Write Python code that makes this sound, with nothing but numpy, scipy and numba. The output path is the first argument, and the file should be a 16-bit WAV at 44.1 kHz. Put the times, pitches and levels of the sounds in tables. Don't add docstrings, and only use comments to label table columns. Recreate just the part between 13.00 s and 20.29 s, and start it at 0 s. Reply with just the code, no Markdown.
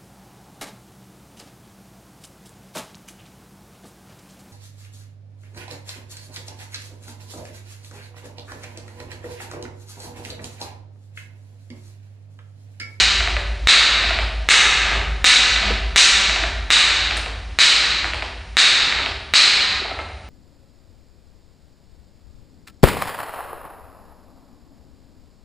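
import sys
import numpy as np
from scipy import signal
from scipy.fft import rfft, irfft, next_fast_len
from scipy.io import wavfile
from scipy.ndimage import uniform_filter1d, minimum_filter1d
from numba import njit

SR = 44100
rng = np.random.default_rng(int(sys.argv[2]) if len(sys.argv) > 2 else 0)


def store_wav(level_fs):
    pcm = np.round(np.clip(np.atleast_2d(level_fs), -1, 1) * 32767)
    wavfile.write(sys.argv[1], SR, pcm.T.astype(np.int16))


N = 321489
LEAD = SR // 2
TOTAL = N + LEAD
TIME = (np.arange(TOTAL) - LEAD) / SR


def undb(db):
    return 10 ** (np.asarray(db) / 20)


def on_log_axis(points, hz):
    point_hz, level_db = np.transpose(points)
    return np.interp(np.log(np.maximum(hz, 1)), np.log(point_hz), level_db)


def response(points, tilt_db=0, size=2048):
    hz = np.maximum(np.fft.rfftfreq(size, 1 / SR), 20)
    cepstrum = irfft(np.log(undb(on_log_axis(points, hz) + tilt_db * np.log2(hz / 2500))))
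    cepstrum[1:size // 2] *= 2
    cepstrum[size // 2 + 1:] = 0
    return irfft(np.exp(rfft(cepstrum)))


def noise(points, count):
    gain = undb(on_log_axis(points, np.fft.rfftfreq(count, 1 / SR)))
    coloured = irfft(rfft(rng.standard_normal(count)) * gain, count)
    return coloured / coloured.std()


def fade(t, t60):
    return np.exp(-np.log(1000) * t / t60)


def rise(t, time_constant_s):
    return 1 - np.exp(-t / time_constant_s)


def add(track, start_s, sound):
    i = int(round(start_s * SR)) + LEAD
    track[i:i + len(sound)] += sound[:len(track) - i]


# frequency_hz, level_db
CONTACT_SPECTRUM = [(60, -38), (300, -18), (700, -24.5), (1200, -4), (2500, -13), (4600, -7), (5500, -9.5),
                    (8000, -14), (9300, -19.5)]
# pitch_hz, level_db, t60_s
SHELL_MODES = [(1444, -14.5, 0.0058), (1880, -1.5, 0.0045), (2247, 9, 0.0034), (2670, 3, 0.0039),
               (3797, 7.5, 0.004), (4194, 5, 0.0026)]
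def impact(tilt_db, high_db, pitch_ratio, shell_db=-15):
    t = np.arange(2048) / SR
    ring = 0
    for hz, db, t60 in SHELL_MODES:
        mode_db = db + tilt_db * np.log2(hz / 2500) + high_db * (hz > 3300)
        ring += undb(mode_db) * np.sin(2 * np.pi * pitch_ratio * hz * t) * fade(t, t60)
    return response(CONTACT_SPECTRUM, tilt_db) + undb(shell_db) * ring * rise(t, 0.00037)


# centre_hz, t60_s, level_db
REVERB_BANDS = [(108, 1.62, -9.5), (463, 1.155, -10), (910, 1.09, -9.5), (2150, 0.93, -10),
                (4370, 0.81, -1), (6080, 0.7, 4), (9320, 0.53, 0.5), (14000, 0.62, -2)]
# pitch_hz, level_db, t60_s
ROOM_MODES = [(199.6, -46.5, 3), (391.6, -36.5, 1.8), (581, -39.5, 1.7), (757, -34.5, 1.4),
              (1130, -42.5, 0.81), (1550, -39, 0.76)]
def stairwell(wet_db, gap_s=0.0016, build_s=0.017, early_gain=0.32, size=65536):
    t, hz = np.arange(size) / SR, np.fft.rfftfreq(size, 1 / SR)
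    scatter = rng.standard_normal(size) * undb(3.7 * rng.standard_normal(size) * fade(t, 0.89))
    white = rfft(scatter / np.sqrt(uniform_filter1d(scatter ** 2, size=1024)))
    log_centres = np.log([band[0] for band in REVERB_BANDS])
    tail = 0
    for selector, (_, t60, db) in zip(np.eye(len(log_centres)), REVERB_BANDS):
        band_gain = np.interp(np.log(hz + 1), log_centres, selector)
        tail += undb(db) * irfft(white * band_gain) * fade(t, t60)
    for mode_hz, db, t60 in ROOM_MODES:
        tail += undb(db) * np.sin(2 * np.pi * (mode_hz * t + rng.random())) * fade(t, t60)
    room = undb(wet_db) * tail * np.clip((t - gap_s) / build_s, early_gain, 1)
    room[0] += 1
    return room


def reverberate(track, wet_db):
    return signal.fftconvolve(track, stairwell(wet_db))[:TOTAL]


def hops(count=2, flight_s=0.048, restitution=0.8, first_db=-15.5, loss_db=5):
    order = np.arange(count)
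    flights_s = flight_s * restitution ** order * (0.5 + rng.random(count))
    return zip(np.cumsum(flights_s), first_db - loss_db * order)


# start_s, level_db, high_modes_db, pitch_ratio, tilt_db_per_octave,
# echo_delay_ms, echo_db
LANDINGS = [(-.15, 12.5, -4, 1.06, 2.5, 5.15, -9.5), (0.6724, 16.5, -3, 1.018, 1, 14.2, -14),
            (1.4883, 17.5, -6, 0.99, 1.5, 2.37, -15), (2.2433, 15.5, -4, 1.02, 2, 4, -7.5),
            (2.9604, 16, -4.5, 1.025, 3, 5.14, -9), (3.7040, 12, -3.5, 1.018, 1.5, 6.65, -9.5),
            (4.588, 13.5, -3.5, 1.063, 2, 6.3, -11.5), (5.5690, 13.5, -2, 1.01, 1.5, 7.55, -12),
            (6.3377, 14, -2.5, 1.06, 1.5, 4.9, -11.5)]
def landings(level_db=31.5, wet_db=-26):
    out = np.zeros(TOTAL)
    for start_s, db, high_db, pitch_ratio, tilt_db, echo_delay_ms, echo_db in LANDINGS:
        contact = impact(tilt_db, high_db, pitch_ratio)
        crack = undb(level_db + db) * signal.fftconvolve(contact, stairwell(wet_db))
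        add(out, start_s, crack)
        add(out, start_s + echo_delay_ms / 1000, undb(echo_db) * crack)
        for delay_s, hop_db in hops():
            add(out, start_s + delay_s, undb(hop_db) * crack)
    return out


def descent_db(from_s=2.89, loss_db_per_s=5):
    return -loss_db_per_s * np.maximum(TIME - from_s, 0)


def machine_hum(level_db=-15.5, pitch_hz=52.0, beat_hz=6.78, second_db=-4.5, in_phase_s=0.061):
    drift_hz = 0.3 * np.interp(TIME, np.arange(-1, 9), rng.standard_normal(10))
    cycles = np.cumsum(pitch_hz + drift_hz) / SR
    first = np.sin(2 * np.pi * cycles)
    second = np.sin(2 * np.pi * (cycles + beat_hz * (TIME - in_phase_s)))
    return undb(level_db + descent_db()) * (first + undb(second_db) * second)


# frequency_hz, level_db
AIR_SPECTRUM = [(20, -17.5), (40, -4.5), (65, 13), (90, 7), (125, -9), (250, -14.5), (700, -28),
                (2000, -18.5), (5000, -26.5), (9000, -41), (15000, -39)]
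def air_rumble(mean_db=-28.5, fade_share=0.26):
    distance_db = descent_db()
    level_db = mean_db + fade_share * (distance_db - distance_db.mean())
    return undb(level_db) * noise(AIR_SPECTRUM, next_fast_len(TOTAL))[:TOTAL]


# pitch_hz, level_db
WHINE_PARTIALS = [(9130, -60.5), (9819, -60)]
def electrical_whine():
    return sum(undb(db) * np.sin(2 * np.pi * hz * TIME) for hz, db in WHINE_PARTIALS)


def knock(detune, pitch_spread=0.13, cutoff_hz=900):
    touch = impact(tilt_db=-2, high_db=-8, pitch_ratio=1 + pitch_spread * detune)
    return signal.sosfilt(signal.butter(2, cutoff_hz, "high", fs=SR, output="sos"), touch)


# first_groove_s, second_groove_s, third_groove_s,
# knock_db, rise_db_per_groove, hollow_db, slosh_db
TREAD_CROSSINGS = [(.2056, .275, .3667, -1, 0, -5, 3), (1.038, 1.107, 1.1885, 1, -0.5, -5, 8),
                   (1.853, 1.915, 1.9567, -1, -4.5, -6, -0.5), (2.561, 2.629, 2.6825, 1, -4, -5, 4.5),
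                   (3.296, 3.361, 3.438, 0.5, -1, -5, 6), (4.11, 4.168, 4.2615, -5, -4, -3, -6),
                   (5.044, 5.1353, 5.2235, -2.5, -2, -4, -3.5),
                   (5.9249, 5.9877, 6.0613, -1.5, -0.5, -1, -3),
                   (6.845, 6.91, 6.9895, -13, 3.5, 15.5, -0.5)]
def wobble(count=5, lead_s=0.081, span_s=0.25, tap_db=-12.5):
    out = np.zeros(TOTAL)
    for first_groove_s, _, _, knock_db, *_ in TREAD_CROSSINGS:
        for when, spot in rng.random((count, 2)):
            tap = undb(knock_db + tap_db) * knock(2 * spot - 1)
            add(out, first_groove_s - lead_s + when * span_s, tap)
    return out


def grooves():
    for *times_s, knock_db, rise_db, hollow_db, slosh_db in TREAD_CROSSINGS:
        for k, start_s in enumerate(times_s):
            yield start_s, knock_db + rise_db * (k - 1), hollow_db, slosh_db


# pitch_hz, level_db, t60_s
BODY_MODES = [(866, -8, .06), (1320, -0.5, 0.077), (2126, -0.5, .08)]
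def hollow_ring(t, level_db=-33):
    ring = sum(undb(db) * np.sin(2 * np.pi * hz * t) * fade(t, t60) for hz, db, t60 in BODY_MODES)
    return undb(level_db) * ring * rise(t, 0.006)


def slosh(t, detune, centre_hz=658, pitch_spread=0.042, bend=0.3, bend_s=0.0018, t60_s=0.038):
    settled_hz = centre_hz * (1 + pitch_spread * detune)
    hz = settled_hz * (1 + bend * np.exp(-t / bend_s))
    return np.sin(2 * np.pi * np.cumsum(hz) / SR) * fade(t, t60_s) * rise(t, 0.0034)


def tread_knocks(shell_db=13, liquid_db=-12, shoulder_lag_s=0.007, shoulder_db=-5.5):
    out, t = np.zeros(TOTAL), np.arange(SR // 8) / SR
    for start_s, knock_db, hollow_db, slosh_db in grooves():
        base_detune, shoulder_detune, lag_scatter, slosh_detune = rng.standard_normal(4)
        strength = undb(shell_db + knock_db)
        shoulder_s = start_s + shoulder_lag_s * np.exp(lag_scatter / 2)
        add(out, start_s, strength * knock(base_detune))
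        add(out, start_s, strength * undb(hollow_db) * hollow_ring(t))
        add(out, shoulder_s, strength * undb(shoulder_db) * knock(shoulder_detune))
        add(out, start_s, undb(liquid_db + slosh_db) * slosh(t, slosh_detune))
    return reverberate(out + undb(shell_db) * wobble(), wet_db=-27.5)


# frequency_hz, level_db
ROLLING_SPECTRUM = [(100, -27), (280, 1), (420, 3), (650, 5.5), (900, 6), (1500, -6.5), (2400, -13),
                    (4000, -49.5)]
def grinding(level_db=-23, t60_s=0.21):
    out, t = np.zeros(TOTAL), np.arange(SR // 3) / SR
    envelope = undb(level_db) * fade(t, t60_s) * rise(t, 0.0057)
    for start_s, *_ in grooves():
        add(out, start_s, envelope * noise(ROLLING_SPECTRUM, len(t)))
    return reverberate(out, wet_db=-27)


# frequency_hz, level_db
THUD_SPECTRUM = [(40, -16), (120, 1), (200, 14.5), (420, 33), (800, -1.5), (1500, -74), (5000, -42)]
# frequency_hz, level_db
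SCUFF_SPECTRUM = [(300, -15), (1500, -7), (4000, -9), (7500, 0), (9500, 6), (14000, 6)]
# start_s, sole_db, grit_db
FOOTFALLS = [(1.343, -16, -20), (2.704, 13, -7), (3.428, 0, -11), (4.167, -12, 13.5), (5.137, -36, -3),
             (6.817, -1, -29)]
def footsteps(thud_db=-14.5, thud_t60_s=0.046, scuff_db=-26, scuff_t60_s=0.074):
    out, t = np.zeros(TOTAL), np.arange(SR // 4) / SR
    for start_s, sole_db, grit_db in FOOTFALLS:
        thud = undb(thud_db + sole_db) * noise(THUD_SPECTRUM, len(t)) * fade(t, thud_t60_s)
        scuff = undb(scuff_db + grit_db) * noise(SCUFF_SPECTRUM, len(t)) * fade(t, scuff_t60_s)
        add(out, start_s, (thud + scuff) * rise(t, 0.0026))
    return reverberate(out, wet_db=-36)


# middle_s, pitch_hz, level_db, length_s
DRONE_TONES = [(2.074, 151, -31.5, .25), (2.703, 204, -24.5, 0.138), (2.998, 198, -40.5, 0.91)]
def drones():
    out = np.zeros(TOTAL)
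    for middle_s, hz, db, length_s in DRONE_TONES:
        swell = np.exp(-(2 * (TIME - middle_s) / length_s) ** 2)
        out += undb(db) * np.sin(2 * np.pi * hz * TIME) * swell
    return out


def scene():
    moving = landings() + tread_knocks() + grinding() + footsteps()
    building = machine_hum() + air_rumble() + electrical_whine() + drones()
    mono = (moving + building)[LEAD:]
    return np.array([mono, mono])


@njit
def follow(rectified, attack, release):
    out, level = np.empty(len(rectified)), 2 * np.mean(rectified[:512])
    for i, sample in enumerate(rectified):
        level += (sample - level) * (attack if sample > level else release)
        out[i] = level
    return out


# frequency_hz, gain_db
MIC_RESPONSE = [(20, -7), (9200, -4.5), (9800, -15), (10400, -27.5), (15000, -38)]
def record(dry, knee_db=-11.0, ratio=2.25, release_s=0.089, attack_s=0.00045, cutoff_hz=15800):
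    mono = signal.fftconvolve(dry[0], response(MIC_RESPONSE))[:N]
    envelope = follow(np.abs(mono), 1 / (attack_s * SR), 1 / (release_s * SR))
    mono *= np.minimum(1, undb(knee_db) / (envelope + 1e-9)) ** (1 - 1 / ratio)
    limiter_gain = minimum_filter1d(1 / np.maximum(np.abs(mono), 1), size=21)
    mono = np.clip(mono * uniform_filter1d(limiter_gain, size=21), -1, 1)
    mono = signal.sosfilt(signal.ellip(8, 0.2, 70, cutoff_hz, fs=SR, output="sos"), mono)
    return np.array([mono, mono])


dry = scene()
out = record(dry)
store_wav(out)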